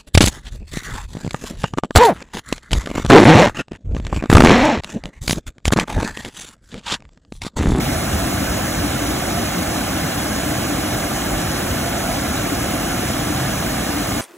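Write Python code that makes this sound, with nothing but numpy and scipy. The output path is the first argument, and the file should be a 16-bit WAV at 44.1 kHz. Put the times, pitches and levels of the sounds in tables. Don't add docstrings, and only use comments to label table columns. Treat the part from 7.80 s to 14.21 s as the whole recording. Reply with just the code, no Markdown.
import sys
import numpy as np
from scipy import signal
from scipy.fft import rfft, irfft
from scipy.io import wavfile
from scipy.ndimage import uniform_filter1d

SR = 44100
rng = np.random.default_rng(int(sys.argv[2]) if len(sys.argv) > 2 else 0)


def persist_wave(psi):
    counts = np.round(np.clip(psi, -1, 1) * 32767).astype(np.int16)
    wavfile.write(sys.argv[1], SR, np.atleast_2d(counts).T)


N = 282681
HZ = np.fft.rfftfreq(N, 1 / SR)
T_S = np.arange(N) / SR


def gain_of(db):
    return 10 ** (np.asarray(db) / 20)


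def evened(x):
    return x / np.sqrt(np.mean(x ** 2) + 1e-20)


def read(points):
    f_hz, value = np.transpose(points)
    return np.interp(np.log(HZ + 1), np.log(f_hz + 1), value)


def coloured(x, db):
    return evened(irfft(rfft(x) * gain_of(db), N))


def steadied(x, size=11025):
    power = uniform_filter1d(x ** 2, size, axis=1)
    power = uniform_filter1d(power, size // 2, axis=1)
    return x / np.sqrt(abs(power) + 1e-12)


def turbulence(patch_s, patch_hz, patchy_db):
    window, hop = 256, 64
    shape = (2, N // hop + 5, window // 2 + 1)
    re, im, patches = rng.standard_normal((3, *shape))
    span_frames, span_bins = patch_s * SR / hop, patch_hz * window / SR
    for axis, span in ((1, span_frames), (2, span_bins)):
        keep = np.exp(-1 / max(span, 1e-3))
        patches = signal.lfilter([1], [1, -keep], patches, axis=axis)
    z = (re + 1j * im) * gain_of(patchy_db * evened(patches))
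    _, noise = signal.istft(z, nperseg=window, noverlap=window - hop, time_axis=1, freq_axis=2)
    return evened(noise[:, :N])


def rings(lo_hz, hi_hz, per_s, cycles, rise, spread_db, count=160):
    out = np.zeros((2, N))
    per_pitch = int(per_s * N / SR / count)
    for hz in np.geomspace(lo_hz, hi_hz, count):
        age = np.arange(int(5 * cycles * SR / hz) + 2) * hz / (SR * cycles)
        turns = cycles * (age + rise * age ** 2 / 2)
        ring = np.sin(2 * np.pi * turns) * np.exp(-age)
        ring *= np.sqrt(hz) / np.linalg.norm(ring)
        place, chance, side = rng.random((per_pitch, 3)).T
        size = gain_of(spread_db * np.minimum(-np.log(1 - chance), 4))
        at = (place * N).astype(int)[:, None] + np.arange(len(ring))
        channel = (side * 2).astype(int)[:, None]
        np.add.at(out, (channel, at % N), size[:, None] * ring)
    return evened(out)


def sway(slow_hz, fast_hz, count=24):
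    coarse = np.arange(0, N, 128)
    turns = np.geomspace(slow_hz, fast_hz, count)[:, None] * coarse / SR + rng.random((count, 1))
    waver = np.sin(2 * np.pi * turns).sum(0)
    return evened(np.interp(np.arange(N), coarse, waver))


# peak t/s, rumble lift level/dB
SURGES = [(0.12, 4), (0.38, 4.5), (0.5, 2.5), (0.6, 0), (0.8, 0.5), (1.03, 4.5), (1.28, 0), (1.55, 1.2),
          (3.56, 2.5), (4.5, -3), (5.35, 1.3)]
SURGE_RISE_S, SURGE_EBB_S = 0.079, 0.15


def surge_db():
    peak_s, lift_db = np.array(SURGES).T
    age_s = T_S - peak_s[:, None]
    shape = np.exp(-np.where(age_s < 0, (age_s / SURGE_RISE_S) ** 2, age_s / SURGE_EBB_S))
    return lift_db @ shape


# f/Hz, relative level/dB per Hz
RUMBLE = [(15, -44), (23, -22), (31, -11), (40, -7.5), (50, 4), (70, 0), (100, 2.3), (125, -12.5),
          (170, -36)]
RUMBLE_DB = -30.5


def rumble(sway_db=0.5):
    heave = coloured(rng.standard_normal((2, N)), read(RUMBLE))
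    force_db = surge_db() + sway_db * sway(slow_hz=1.4, fast_hz=4.7)
    return gain_of(RUMBLE_DB + force_db) * steadied(heave, size=5000)


# f/Hz, relative level/dB per Hz
POUNDING = [(70, -35), (100, -6), (122, 0), (160, -2.5), (200, -1), (255, -2.5), (345, -4.5), (400, -10),
            (450, -19.5), (600, -46)]
POUNDING_DB, POUNDING_SHARE = -24.5, 0.14
CHAMBER_HZ, CHAMBER_WIDTH_HZ, CHAMBER_LIFT_DB = 294.5, 32, 3.6


def pounding(sway_db=0.27):
    boom_db = CHAMBER_LIFT_DB / (1 + (2 * (HZ - CHAMBER_HZ) / CHAMBER_WIDTH_HZ) ** 2)
    thuds = turbulence(patch_s=0.046, patch_hz=150, patchy_db=1.26)
    thuds = coloured(thuds, read(POUNDING) + boom_db)
    force_db = POUNDING_SHARE * surge_db() + sway_db * sway(slow_hz=2.2, fast_hz=6.5)
    return gain_of(POUNDING_DB + force_db) * steadied(thuds, size=5000)


# f/Hz, relative level/dB per Hz
CHURN = [(300, -29), (420, -6), (470, -2), (530, -1.5), (680, 0), (800, -2), (940, -7.5), (1080, -6.5),
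         (1350, -5.5), (1740, -6.5), (1900, -11.5), (2130, -8), (2650, -14), (3600, -28)]
CHURN_DB, LARGE_BUBBLES_HZ = -25.5, 1000


def churn(wash_db=0.0, bubbles_db=-7.5):
    wash = turbulence(patch_s=.012, patch_hz=300, patchy_db=0.1)
    bubbles = rings(lo_hz=351.3, hi_hz=3204, per_s=3500, cycles=11.5, rise=.015, spread_db=-1)
    water = gain_of(wash_db) * wash + gain_of(bubbles_db) * bubbles
    water = coloured(water, read(CHURN))
    large = irfft(rfft(water) * (HZ < LARGE_BUBBLES_HZ), N)
    small = water - large
    roar = sum(part.std() * steadied(part, size=4000) for part in (large, small))
    return gain_of(CHURN_DB) * roar


# f/Hz, relative level/dB per Hz
SPRAY = [(1800, -28), (2600, -3.5), (2900, 1.3), (3100, -.3), (3350, .6), (3520, -1.9), (3900, -.6),
         (4150, -.9), (4350, -2.7), (4700, -2.4), (5000, -3.1), (5300, -1.8), (5650, -2.5), (6000, -.9),
         (6250, -.9), (6420, -2.8), (6850, -.9), (7020, -3.3), (7300, -2.4), (7550, -4.1), (8150, -1.3),
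         (8500, -2.6), (10000, -4.3), (11100, -4.5), (11500, -6), (12200, -5.4), (13300, -8.3),
         (15600, -8.7)]
SPRAY_DB = -27.9


def spray(hiss_db=0.0, drops_db=-6.5):
    hiss = turbulence(patch_s=0.02, patch_hz=600, patchy_db=1.63)
    drops = rings(lo_hz=2010, hi_hz=15990, per_s=12000, cycles=13.0, rise=0.021, spread_db=2.0)
    water = gain_of(hiss_db) * hiss + gain_of(drops_db) * drops
    return gain_of(SPRAY_DB) * steadied(coloured(water, read(SPRAY)))


def pockets(rows, swell_s, decay_s, octaves_per_s):
    out = np.zeros(N)
    for (peak_s, hz, db), turn in zip(rows, rng.random(len(rows))):
        age_s = T_S - peak_s
        near = abs(age_s) < .25
        age_s = age_s[near]
        swell = np.exp(-np.where(age_s < 0, (age_s / swell_s) ** 2, age_s / decay_s))
        turns = turn + np.cumsum(hz * 2 ** (octaves_per_s * age_s)) / SR
        out[near] += gain_of(db) * swell * np.sin(2 * np.pi * turns)
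    return np.array([out, np.zeros(N)])


# peak t/s, f/Hz at peak, level/dB ahead of the microphones
GULPS = [(0.08, 137.5, -21), (0.097, 274, -22.5), (0.129, 65, -21), (0.179, 81.2, -19), (0.358, 75, -15),
         (0.405, 70, -21), (0.456, 328, -23), (0.476, 70, -26), (0.486, 102, -23.5), (0.572, 113.7, -27),
         (0.617, 75.3, -22), (0.54, 196, -23), (0.62, 258, -24), (0.63, 199.7, -22), (0.708, 64, -20),
         (0.87, 280, -24.5), (0.99, 54.3, -21), (1.036, 291, -21), (1.08, 70, -23), (1.162, 129.3, -23),
         (1.232, 296, -24), (1.29, 74.4, -21), (1.295, 310, -25.5), (1.55, 145, -23), (1.602, 231, -21.5),
         (1.785, 178, -18.5), (2.154, 314, -20), (2.254, 173, -23), (2.68, 301, -18), (2.914, 291, -19),
         (2.992, 301, -20), (3.056, 301, -25), (3.167, 124.5, -23), (3.55, 45, -21), (3.648, 107.3, -24),
         (3.927, 69.5, -21), (4.381, 285, -23), (4.499, 75.9, -23), (4.634, 103, -27), (4.728, 275, -24),
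         (4.802, 118, -22), (5.158, 253, -23), (5.288, 122.7, -21), (5.359, 269, -21.5),
         (5.416, 143.3, -24), (5.519, 296, -20.5), (5.625, 134.7, -19), (5.75, 113.3, -26),
         (6.181, 296, -23)]


def gulps():
    return pockets(GULPS, swell_s=.02, decay_s=.025, octaves_per_s=.9)


# peak t/s, length/s, centre f/Hz, lift level/dB
BOILS = [(0.134, 0.074, 680, 3.5), (0.408, .08, 680, 2.5), (0.768, .12, 680, 2.5), (0.82, .2, 1500, 1.3),
         (1.5, .2, 680, 2.3), (1.76, .14, 1400, 1), (1.934, .12, 680, 3), (2.2, 0.17, 1650, 1.3),
         (2.72, .16, 680, 1.4), (3.17, .24, 704, 2.2), (3.52, 0.062, 680, 4), (3.76, .08, 1400, 1.6),
         (4.07, .07, 680, 2.3), (4.17, .07, 680, 4), (4.31, .15, 660, 3.5), (4.55, .14, 1400, 1.7),
         (4.93, .25, 680, 1.8), (5.13, .08, 1450, 2), (5.63, 0.072, 680, 2), (5.64, .14, 1500, 2)]
BOIL_OCTAVES, BETWEEN_BOILS_DB = 0.38, -.5


def boiling(water):
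    out = water * gain_of(BETWEEN_BOILS_DB)
    for peak_s, length_s, hz, lift_db in BOILS:
        near = abs(T_S - peak_s) < 2 * length_s
        part = water[:, near]
        size = part.shape[1]
        f_hz = np.fft.rfftfreq(size, 1 / SR)
        band = np.exp(-(np.log2((f_hz + 1) / hz) / BOIL_OCTAVES) ** 2)
        cloud = irfft(rfft(part) * band, size)
        swell = np.exp(-(2 * (T_S[near] - peak_s) / length_s) ** 2)
        out[:, near] += (gain_of(lift_db) - 1) * swell * cloud
    return out


# centre t/s, drop level/dB
LULLS = [(0.21, 1), (0.3, 0), (0.68, 2.5), (0.93, 3), (1.2, 3), (1.42, 3), (1.71, 4.5), (2.34, 4), (2.5, 1),
         (3.11, 1.5), (3.22, 3.5), (3.39, 3), (3.77, 3), (4.11, 3), (4.26, 3), (4.56, 0), (5.06, -1),
         (6.24, 2)]
LULL_S = 0.024


def lull_db():
    centre_s, drop_db = np.array(LULLS).T
    age_s = T_S - centre_s[:, None]
    return drop_db @ np.exp(-(age_s / LULL_S) ** 2)


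# peak t/s, f/Hz at peak, level/dB ahead of the microphones
PLOPS = [(0.479, 1870, -33), (0.678, 1520, -27), (1.141, 829, -26), (1.162, 1475, -28), (1.583, 702, -22),
         (1.727, 1378, -29), (2.242, 452, -25), (2.519, 1637, -28), (4.069, 680, -23), (4.299, 661, -21),
         (4.656, 2304, -29), (4.897, 1292, -28), (5.114, 1464, -28.5), (5.718, 1938, -33),
         (6.163, 1949, -31)]


def plops():
    return pockets(PLOPS, swell_s=.006, decay_s=.012, octaves_per_s=1.5)


# f/Hz, level/dB
BALANCE = [(140, 0), (310, 3.4), (380, 0), (460, -.5), (570, -9), (700, -4.5), (870, -1.3), (990, -7.9),
           (1220, 0), (1900, 0), (2250, -5.6), (2750, -4.1), (3100, 0)]
# f/Hz, lead/rad
LEAD = [(140, 0), (300, -0.46), (440, -1.62), (520, -1.3), (600, -0.09), (700, -0.46), (930, -1.54),
        (1060, 0.25), (1350, -0.05), (2000, 0.1), (2450, 0.8), (2700, 1.5), (3500, 1.5), (3750, 1.18),
        (4100, 1.15), (4700, 1.35), (5300, 1.48), (6400, 1.8), (7300, 1.1), (8300, 1.45), (9700, 1.35),
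        (10600, 1.7), (12000, 1.45), (13300, 1.4), (14700, 1.85)]
# f/Hz, likeness/0-1
LIKENESS = [(150, 1), (300, .99), (430, .88), (530, .54), (650, .94), (880, .93), (980, .41), (1100, .87),
            (1350, .995), (1880, .99), (2200, .69), (2550, .27), (2950, .74), (4100, .75), (4700, .97),
            (5400, .78), (6600, .89), (9000, .88), (15000, .88)]
PORT_LAG_S, LAG_FROM_HZ = .000233, 3500


def microphones(field):
    shared, apart = rfft(field)
    likeness = np.clip(read(LIKENESS), 0, 1)
    shared = shared * np.sqrt((1 + likeness) / 2)
    apart = apart * np.sqrt((1 - likeness) / 2)
    lag_rad = 2 * np.pi * PORT_LAG_S * np.maximum(HZ - LAG_FROM_HZ, 0)
    lead_rad = read(LEAD) + lag_rad
    ratio = gain_of(read(BALANCE))
    left = (shared + apart) * ratio
    right = (shared - apart) * np.exp(-1j * lead_rad)
    return irfft(np.array([left, right]) * np.sqrt(2 / (1 + ratio ** 2)), N)


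def scene():
    gulping, plopping = gulps(), plops()
    plunge = gain_of(-lull_db()) * (rumble() + pounding()) + gulping
    return microphones(plunge + boiling(churn()) + plopping + spray())


EDGE_HZ = 15780


def record(dry):
    low_pass = signal.firwin(1023, EDGE_HZ, window=("kaiser", 9), fs=SR)
    return signal.oaconvolve(dry, low_pass[None], "same", axes=1)


dry = scene()
out = record(dry)
persist_wave(out)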